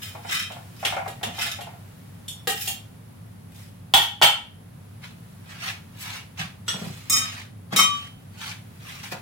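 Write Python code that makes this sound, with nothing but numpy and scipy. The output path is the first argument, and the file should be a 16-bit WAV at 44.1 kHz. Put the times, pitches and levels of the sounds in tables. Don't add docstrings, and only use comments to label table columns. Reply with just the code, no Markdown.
import sys
import numpy as np
from scipy import signal
from scipy.fft import rfft, irfft, next_fast_len
from scipy.io import wavfile
from scipy.ndimage import uniform_filter1d, map_coordinates

SR = 44100
rng = np.random.default_rng(int(sys.argv[2]) if len(sys.argv) > 2 else 0)


def int16_out(signal):
    q = np.round(np.clip(np.atleast_2d(signal).T, -1, 1) * 32767)
    wavfile.write(sys.argv[1], SR, q.astype(np.int16))


N = 406161

# start_s, level_db, tilt_db_per_octave, chatter_s, contact_point (0 to 1), ring_over_crack_db
SPATULA_BLOWS = [(.292, -37.5, -2, 0.011, 1, -14.5), (.518, -44, 0, 0.01, 0.7, -8.5),
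                 (.8495, -23, -1.5, 0.0016, 0.35, -11), (1.078, -38.5, -2, .0033, 0.97, 10),
                 (1.231, -30.5, -2.5, 0.0032, 0.54, -4), (1.608, -40.5, -1, 0.009, 0.5, 1.5),
                 (2.4725, -24, -1, .008, 0.9, 20.5), (2.497, -26.5, -0.5, 0.011, 0.68, 12),
                 (2.675, -27, 3.5, 0.0095, 0.1, 16), (2.703, -38, 1, 0.0044, 0.1, 15.5)]
PLATE_BLOWS = [(3.9385, -7, -1, 0.0074, 1, 6.4), (3.967, -15, -1, 0.01, 0.9, 8.3),
               (4.016, -23, 3, .003, 0.33, 4), (4.2155, -14.5, -8, 0.0047, 0, 1),
               (4.223, -7, 2, .01, 0.046, 1.8), (4.245, -16.5, -2.5, .012, 0, 1.8)]
CUP_CLINKS = [(7.098, -20, 4, .012, 0.92, 22.9), (7.125, -19, 1, 0.014, 0.93, 20),
              (7.166, -22.5, 1.5, 0.011, 1, 15), (7.762, -17, 2, 0.012, 0.295, 6.58),
              (7.79, -14, 0, .018, 0.046, 15)]
# start_s, level_db, tilt_db_per_octave, chatter_s
RIM_GLANCES = [(.8505, -37, -15, 0.0013), (1.231, -35.5, 1.5, 0.0015), (2.281, -34.5, 4.5, 0.025)]
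LID_BLOWS = [(6.681, -25, 0.5, 0.02)]
# start_s, length_s, level_db, tilt_db_per_octave, ring_over_rasp_db
SPATULA_STROKES = [(0.029, 0.039, -34, 2.5, -6), (0.325, 0.056, -24, -0.5, 0), (0.848, 0.067, -33.5, 0, -8),
                   (1.404, 0.058, -24, 0, -2), (2.609, 0.054, -28.5, 4.5, -8.5),
                   (3.581, 0.07, -49, 2.5, -15)]
# start_s, level_db
BURNER_KNOCKS = [(.149, -40.5), (.248, -40), (.502, -41.5), (.563, -43.5), (.828, -32), (.923, -30.5),
                 (.966, -27.5), (1.058, -34.5), (1.212, -40.5), (1.236, -35.5), (1.274, -45), (1.38, -38),
                 (1.456, -42), (1.585, -38.5), (1.668, -41.5), (1.735, -49.5)]
# start_s, length_s, level_db, swell_db,
# tilt_db_per_octave
SLIPPER_DRAGS = [(5.032, 0.025, -40, -3, 0.5), (5.508, 0.075, -42, -11, 0.5), (5.62, 0.067, -28, 5, 1),
                 (6.012, 0.042, -36, -13.5, 7.5), (6.05, 0.12, -35, 1, 1), (6.393, 0.0224, -28.5, -5, 0),
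                 (6.832, 0.56, -40.5, -20.5, 4), (7.219, 0.19, -36, -4.5, 1),
                 (7.723, 0.014, -29.5, -3, -1.5), (7.939, 0.13, -41.5, -6, 1.5), (8.42, 0.087, -34, 0, 1.5),
                 (8.87, 0.12, -38.5, -1, 2), (9.035, 0.039, -36.5, -6.5, 2.5),
                 (9.122, 0.022, -33.5, -26, 2.5)]
# start_s, level_db, tilt_db_per_octave
DULL_BUMPS = [(1.266, -38, 2), (6.393, -36, -6), (6.739, -35.5, 4.5), (6.815, -34.5, 4), (6.864, -34, -5),
              (7.725, -31, 2.5), (9.119, -35.5, 7)]

# pitch_hz, level_at_1_db, level_at_0_db, t60_s
SPATULA_MODES = [(450, 1, -24, .05), (790, -2, 3, .06), (1260, -2, -20, .03), (1630, 0, -26, .03),
                 (1873, -2, -9, .06), (2380, -10, -10, .04), (2789, -1, 3, .09), (3060, -4, -7, .03),
                 (3214, -14, 0, .08), (3420, -10, -3, .04), (3850, -5, -12, .045), (4382, -12, -6, .07),
                 (5270, -17, -10, .05), (7052, -9, -14, .05), (7494, -14, -6, .06)]
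PLATE_MODES = [(735, -16, -4, .035), (825, -4, -3, .12), (930, -6, -6, .04), (1373, -16, -2, .04),
               (1860, -12, -9, .05), (2261, -19, -5, .09), (2762, -16, -10, .05), (2912, -15, -4, .08),
               (3036, -2, -3, .17), (3105, -5, 0, .13), (3195, -1, -1, .13), (3280, 1, -4, .07),
               (3368, 0, -6, .09), (3415, 2, -8, .14), (4240, -15, -8, .04)]
CUP_MODES = [(1157, -7, 4.5, .34), (1280, -2, -7, .26), (1954, -10, -17, .28), (2182, -11, -7, .22),
             (2442, -4, -8, .18), (3110, -9, 2, .45), (3752, 0, -1, .19), (5218, 2, -11, .16),
             (5598, -5, -6, .24), (6342, -20, -8, .16), (6657, 1, -12, .11), (7500, -7, -12, .06),
             (7936, -7, -19, .12), (8125, -6, -12, .09), (9350, -8, -12, .05), (12490, -14, -15, .04),
             (10440, -13, -17, .1), (13600, -12, -12, .03), (15000, -12, -23, .04)]
# pitch_hz, level_db, t60_s
RIM_MODES = [(3031, -3, .12), (3300, 0, .05), (3445, 6, .12), (3590, 3, .07), (4360, -6, .14),
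             (5443, -4, .13), (8915, -12, .05), (6740, -5, .08), (7418, -11, .05)]
GRIDDLE_MODES = [(638, -4, .1), (707, 6, 0.14), (784, 3.5, 0.12), (1343, -2, 0.054), (2110, -7, .05)]
LID_MODES = [(1400, -2, .05), (1780, -7, .02), (2900, -5, .03), (3321, 0, .06), (3494, -5, .04),
             (5588, -2, .1), (6110, -10, .04), (7763, -4, .04)]
RACK_MODES = [(193, -1.5, 0.29), (243, 2, 1)]
# pitch_hz, level_db
BLADE_MODES = [(1350, -0.5), (1520, -7), (1750, -5), (2095, -1), (2510, 2), (3115, 2), (3720, -1),
               (4960, -7), (5320, -2.5), (7100, -10)]

# frequency_hz, relative_level_db
SPATULA_SPECTRUM = [(120, -30), (300, -16.5), (600, -12), (3200, 6), (4800, -7.5), (8000, -9), (16000, -14)]
GRIDDLE_SPECTRUM = [(150, -8), (420, -5), (750, 12.5), (1500, -11), (2500, -12.5), (5000, -61),
                    (16000, -64)]
PLATE_SPECTRUM = [(120, -44.5), (300, -48), (570, -18.5), (790, 3), (1120, -6.5), (2560, -6.5), (3130, 4),
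                  (3850, -15), (4900, -32), (11900, -18), (16000, -25)]
CUP_SPECTRUM = [(300, 5), (1200, 0), (3000, 7.5), (8000, 0), (16000, -17)]
COUNTER_THUD = [(40, -30), (85, 5), (160, 12.5), (260, -16), (16000, -72)]
DULL_THUD = [(50, -31), (120, -5.5), (175, 2.5), (280, -13.5), (700, -17.5), (2000, -40), (16000, -84.5)]
IRON_RASP = [(290, -50), (807, -26), (1320, -1.5), (3810, -3.5), (4300, -9.5), (5160, -7.5), (6140, -9.5),
             (16000, -14)]
SOLE_RASP = [(200, -16), (450, -14.5), (750, 2), (1300, 3), (2600, 4.5), (5000, -4.5), (9000, -13),
             (16000, -19)]
ROOM_TONE = [(15, -47.5), (25, -29.5), (70, -17.5), (102, -4), (263, -16), (300, -22.5), (451, -25.5),
             (754, -28), (3620, -40.5), (5880, -45), (16000, -44.5)]
# frequency_hz, t60_s
KITCHEN_DECAY = [(150, 0.11), (700, 0.31), (3000, 0.34), (8000, 0.27), (16000, 0.2)]
# frequency_hz, likeness (below 0 counts as 0)
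STEREO_LIKENESS = [(60, 0.98), (180, 0.96), (550, -1.2), (1650, -0.17), (4970, -0.084), (15000, -0.23)]
# time_s, gain_db
TREBLE_DRIFT = [(0, 9), (1.9, 5), (3, 1.5), (4.6, -0.5), (5.3, 4), (7.6, -0.5), (9.2, 5.5)]
# pitch_hz, level_db
FRIDGE_TONES = [(100.3, -49.5), (172, -54.5)]

TOP_HZ, EVENT_SAMPLES = 16000, 30000
BLADE_T60_S, SCRAPE_SWELL_DB = .06, -7.5
FLEX, MOVE_S, CATCH_PER_S = 0.024, .04, 110
SHEET_FROM_HZ, SHEET_T60_S, SHEET_SCATTER_DB = 5600, .06, 4.5
GRIDDLE_TILT_DB, GRIDDLE_CHATTER_S, BUMP_CHATTER_S = 4, .011, 0.021
HARDENING = 0.13
DIRECT_RING_DB = -6.5


def spatula_scrapes():
    blade = [(hz, db, BLADE_T60_S) for hz, db in BLADE_MODES]
    return sum(rubbed([(s, length, db, SCRAPE_SWELL_DB, tilt_db)], IRON_RASP, blade, ring_db,
                      grit_db=8, catch_db=4.5, direct_db=3, rise_share=1.15, release_s=.11)
               for s, length, db, tilt_db, ring_db in SPATULA_STROKES)


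def spatula_taps():
    taps = struck_at(SPATULA_BLOWS, SPATULA_MODES, SPATULA_SPECTRUM,
                     direct_db=-1, bounce=.4, sheet_db=-4.5)
    rim = struck(RIM_GLANCES, RIM_MODES, SPATULA_SPECTRUM,
                 ring_db=16, direct_db=2, bounce=.5, sheet_db=-10)
    return taps + rim


def griddle():
    average_db = np.mean([db for _, db in BURNER_KNOCKS])
    knocks = [(s, db, GRIDDLE_TILT_DB + HARDENING * (db - average_db), GRIDDLE_CHATTER_S)
              for s, db in BURNER_KNOCKS]
    return struck(knocks, GRIDDLE_MODES, GRIDDLE_SPECTRUM, ring_db=-3.5, direct_db=0.5, bounce=0.76)


def plate():
    return struck_at(PLATE_BLOWS, PLATE_MODES, PLATE_SPECTRUM, direct_db=-9, bounce=.5, sheet_db=-13)


def lid():
    return struck(LID_BLOWS, LID_MODES, CUP_SPECTRUM, ring_db=8, direct_db=-12, bounce=.4)


def cups():
    return struck_at(CUP_CLINKS, CUP_MODES, CUP_SPECTRUM, direct_db=-8, bounce=.45) * amp([[.5], [-.5]])


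def slippers():
    return rubbed(SLIPPER_DRAGS, SOLE_RASP, [], ring_db=0,
                  grit_db=4.5, catch_db=1, direct_db=14, rise_share=0.88, release_s=0.071)


def thumps():
    on_counter = passed_on(PLATE_BLOWS, gain_db=-27, tilt_db=-8)
    on_rack = passed_on(CUP_CLINKS, gain_db=-23, tilt_db=-23.5)
    bumps = [(s, db, tilt_db, BUMP_CHATTER_S) for s, db, tilt_db in DULL_BUMPS]
    counter = struck(on_counter, [], COUNTER_THUD, ring_db=0, direct_db=-11, bounce=0.67)
    rack = struck(on_rack, RACK_MODES, DULL_THUD, ring_db=26, direct_db=9.0, bounce=1.0)
    return rack + counter + struck(bumps, [], DULL_THUD, ring_db=0, direct_db=-8.0, bounce=0.77)


def passed_on(hits, gain_db, tilt_db):
    return [(s, db + gain_db, tilt_db, chatter) for s, db, _, chatter, _, _ in hits]


def rubbed(strokes, spectrum, modes, ring_db, grit_db, catch_db, direct_db, rise_share, release_s):
    out = np.zeros((2, N))
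    spots = 3
    for s, length, db, swell_db, tilt_db in strokes:
        lead = min(s, EVENT_SAMPLES / SR / 4)
        t = np.arange(EVENT_SAMPLES) / SR - lead
        edges = np.maximum(-t / (rise_share * length), 0) + np.maximum((t - length) / release_s, 0)
        force = amp(swell_db * np.clip(t / length, 0, 1) - 20 * edges)
        slips = force * rng.standard_normal(t.size)
        slips *= amp(grit_db * wobble(1500, t.size) + catch_db * wobble(CATCH_PER_S, t.size))
        sound = np.zeros((2, t.size))
        for k in range(spots):
            here = slips * np.sqrt(np.maximum(np.cos(2 * np.pi * (t / MOVE_S - k) / spots), 0))
            path = through(kitchen(direct_db), here)
            flexed = [(hz * np.exp(FLEX * rng.standard_normal()), level, t60) for hz, level, t60 in modes]
            rasp = unit(through(path, colour(spectrum, tilt_db)))
            sound += np.linalg.norm(here) * (rasp + amp(ring_db) * ringing(path, flexed, tilt_db))
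        peak_power = uniform_filter1d(np.mean(sound ** 2, axis=0), SR // 40).max()
        add(out, s - lead, amp(db) * sound / np.sqrt(peak_power))
    return out


def struck(hits, modes, crack, ring_db, direct_db, bounce, sheet_db=None):
    out = np.zeros((2, N))
    for s, db, tilt_db, chatter in hits:
        add(out, s, amp(db) * blow(modes, crack, tilt_db, chatter, ring_db, direct_db, bounce, sheet_db))
    return out


def struck_at(hits, modes, crack, direct_db, bounce, sheet_db=None):
    out = np.zeros((2, N))
    for s, db, tilt_db, chatter, point, ring_db in hits:
        woken = [(hz, point * one_db + (1 - point) * zero_db, t60) for hz, one_db, zero_db, t60 in modes]
        add(out, s, amp(db) * blow(woken, crack, tilt_db, chatter, ring_db, direct_db, bounce, sheet_db))
    return out


def blow(modes, crack, tilt_db, chatter, ring_db, direct_db, bounce, sheet_db):
    force = contacts(chatter, bounce)
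    path = through(kitchen(direct_db), force)
    ring = ringing(path + amp(DIRECT_RING_DB) * force, modes, tilt_db)
    if sheet_db is not None:
        ring += amp(sheet_db) * slope(TOP_HZ / 2, tilt_db) * unit(through(path, sheet()))
    sound = unit(through(path, colour(crack, tilt_db))) + amp(ring_db) * ring
    return sound / np.sqrt(np.mean(sound[:, :SR // 20] ** 2) + 1e-20)


def contacts(chatter, bounce, count=7):
    when, size = rng.uniform(.2, 2.5, count), rng.uniform(.3, 1, count)
    where = np.clip(when * chatter * SR, 0, EVENT_SAMPLES - 1).astype(int)
    force = np.bincount(where, bounce * size * np.exp(-when / 2), minlength=EVENT_SAMPLES)
    force[0] += 1
    return force


def ringing(force, modes, tilt_db):
    ring = np.zeros_like(force)
    for hz, db, t60 in modes:
        pole = amp(-60 / (max(t60, .01) * SR)) * np.exp(2j * np.pi * hz / SR)
        mode = signal.lfilter([1, 0, -1], [1, -2 * pole.real, abs(pole) ** 2], force)
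        ring += unit(mode) * amp(db + rng.standard_normal()) * slope(hz, tilt_db)
    return unit(ring)


def sheet(count=44):
    t = np.arange(SR // 10) / SR
    hz = rng.uniform(SHEET_FROM_HZ, TOP_HZ, (count, 1))
    sizes = amp(SHEET_SCATTER_DB * rng.standard_normal((count, 1)))
    return np.sum(sizes * np.sin(2 * np.pi * hz * t), axis=0) * amp(-60 * t / SHEET_T60_S)


def kitchen(direct_db):
    t = np.arange(EVENT_SAMPLES) / SR
    hz, frames, noise = signal.stft(rng.standard_normal((3, t.size)), SR, nperseg=256)
    decay = amp(-60 * frames / along(KITCHEN_DECAY, hz)[:, None])
    tails = signal.istft(noise * decay, SR, nperseg=256)[1][:, :t.size]
    shared = filtered(tails[2], lambda hz: 0.13 + 3 / (1 + (hz / 200) ** 2))
    own = filtered(tails[:2], lambda hz: hz / (hz + 120))
    early = amp(direct_db + 2.0) * np.exp(-t / 0.0047)
    room = (own + shared) * (1 + early) * (1 - np.exp(-t / 0.0018))
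    return room / np.linalg.norm(room[0])


def room_tone():
    def mid_and_side(hz):
        width = np.arccos(np.clip(along(STEREO_LIKENESS, hz), 0, 1)) / 2
        return amp(along(ROOM_TONE, hz)) * [np.cos(width), np.sin(width)]
    mid, side = filtered(rng.standard_normal((2, N)), mid_and_side)
    air = amp(-45.5) * unit(np.array([mid + side, mid - side]))
    treble = filtered(air, lambda hz: hz ** 2 / (hz ** 2 + 1500 ** 2))
    drift_db = np.interp(np.arange(N) / SR, *np.transpose(TREBLE_DRIFT))
    return air + (amp(drift_db) - 1) * treble


def fridge():
    t = np.arange(N) / SR
    return sum(amp(db + 0.81 * wobble(11, N)) * np.sqrt(2)
               * np.sin(2 * np.pi * hz * t + 1.54 * wobble(10.0, N)) for hz, db in FRIDGE_TONES)


def whistle():
    band = filtered(rng.standard_normal((2, N)), lambda hz: 1 / (1 + ((hz - 10450) / 400) ** 2))
    return amp(-66.5) * unit(band)


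def gain_control(x, threshold_db, recover_db_per_s):
    power = np.abs(uniform_filter1d(np.mean(x ** 2, axis=0), SR // 200))
    excess_db = np.maximum(10 * np.log10(power + 1e-12) - threshold_db, 0)
    ramp = recover_db_per_s * np.arange(N) / SR
    cut_db = np.maximum.accumulate(excess_db + ramp) - ramp
    return x * amp(-uniform_filter1d(cut_db, SR // 300))


def colour(points, tilt_db):
    hz = np.fft.rfftfreq(4096, 1 / SR)
    gain = amp(along(points, hz)) * slope(hz, tilt_db) * hz ** 2 / (hz ** 2 + 110 ** 2)
    cepstrum = irfft(np.log(gain + 1e-6))
    cepstrum[1:len(hz) - 1] *= 2
    cepstrum[len(hz):] = 0
    return irfft(np.exp(rfft(cepstrum)))


def slope(hz, tilt_db):
    return amp(tilt_db * np.log2(np.maximum(hz, 100) / 3000))


def filtered(x, gain):
    n = x.shape[-1]
    m = next_fast_len(n + 8192)
    return irfft(rfft(x, m) * gain(np.fft.rfftfreq(m, 1 / SR)), m)[..., :n]


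def through(x, response):
    return signal.fftconvolve(x, np.atleast_2d(response), axes=1)[:, :EVENT_SAMPLES]


def wobble(rate, size):
    return map_coordinates(rng.standard_normal(int(size * rate / SR) + 4), [np.arange(size) * rate / SR])


def along(points, hz):
    frequencies, values = np.transpose(points)
    return np.interp(np.log(hz + 1), np.log(frequencies + 1), values)


def amp(db):
    return 10 ** (np.asarray(db) / 20)


def unit(x):
    return x / np.sqrt(np.mean(x ** 2) + 1e-20)


def add(out, s, x):
    start = max(round(s * SR), 0)
    out[:, start:start + EVENT_SAMPLES] += x[:, :N - start]


def scene():
    blows = spatula_taps() + griddle() + plate() + lid() + cups() + thumps()
    return blows + spatula_scrapes() + slippers() + room_tone() + fridge() + whistle()


def record(dry):
    held = gain_control(dry, threshold_db=-9.5, recover_db_per_s=15.0)
    limited = held / (1 + np.abs(held / .9) ** 6) ** (1 / 6)
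    return filtered(limited, lambda hz: hz < TOP_HZ)


dry = scene()
out = record(dry)
int16_out(out)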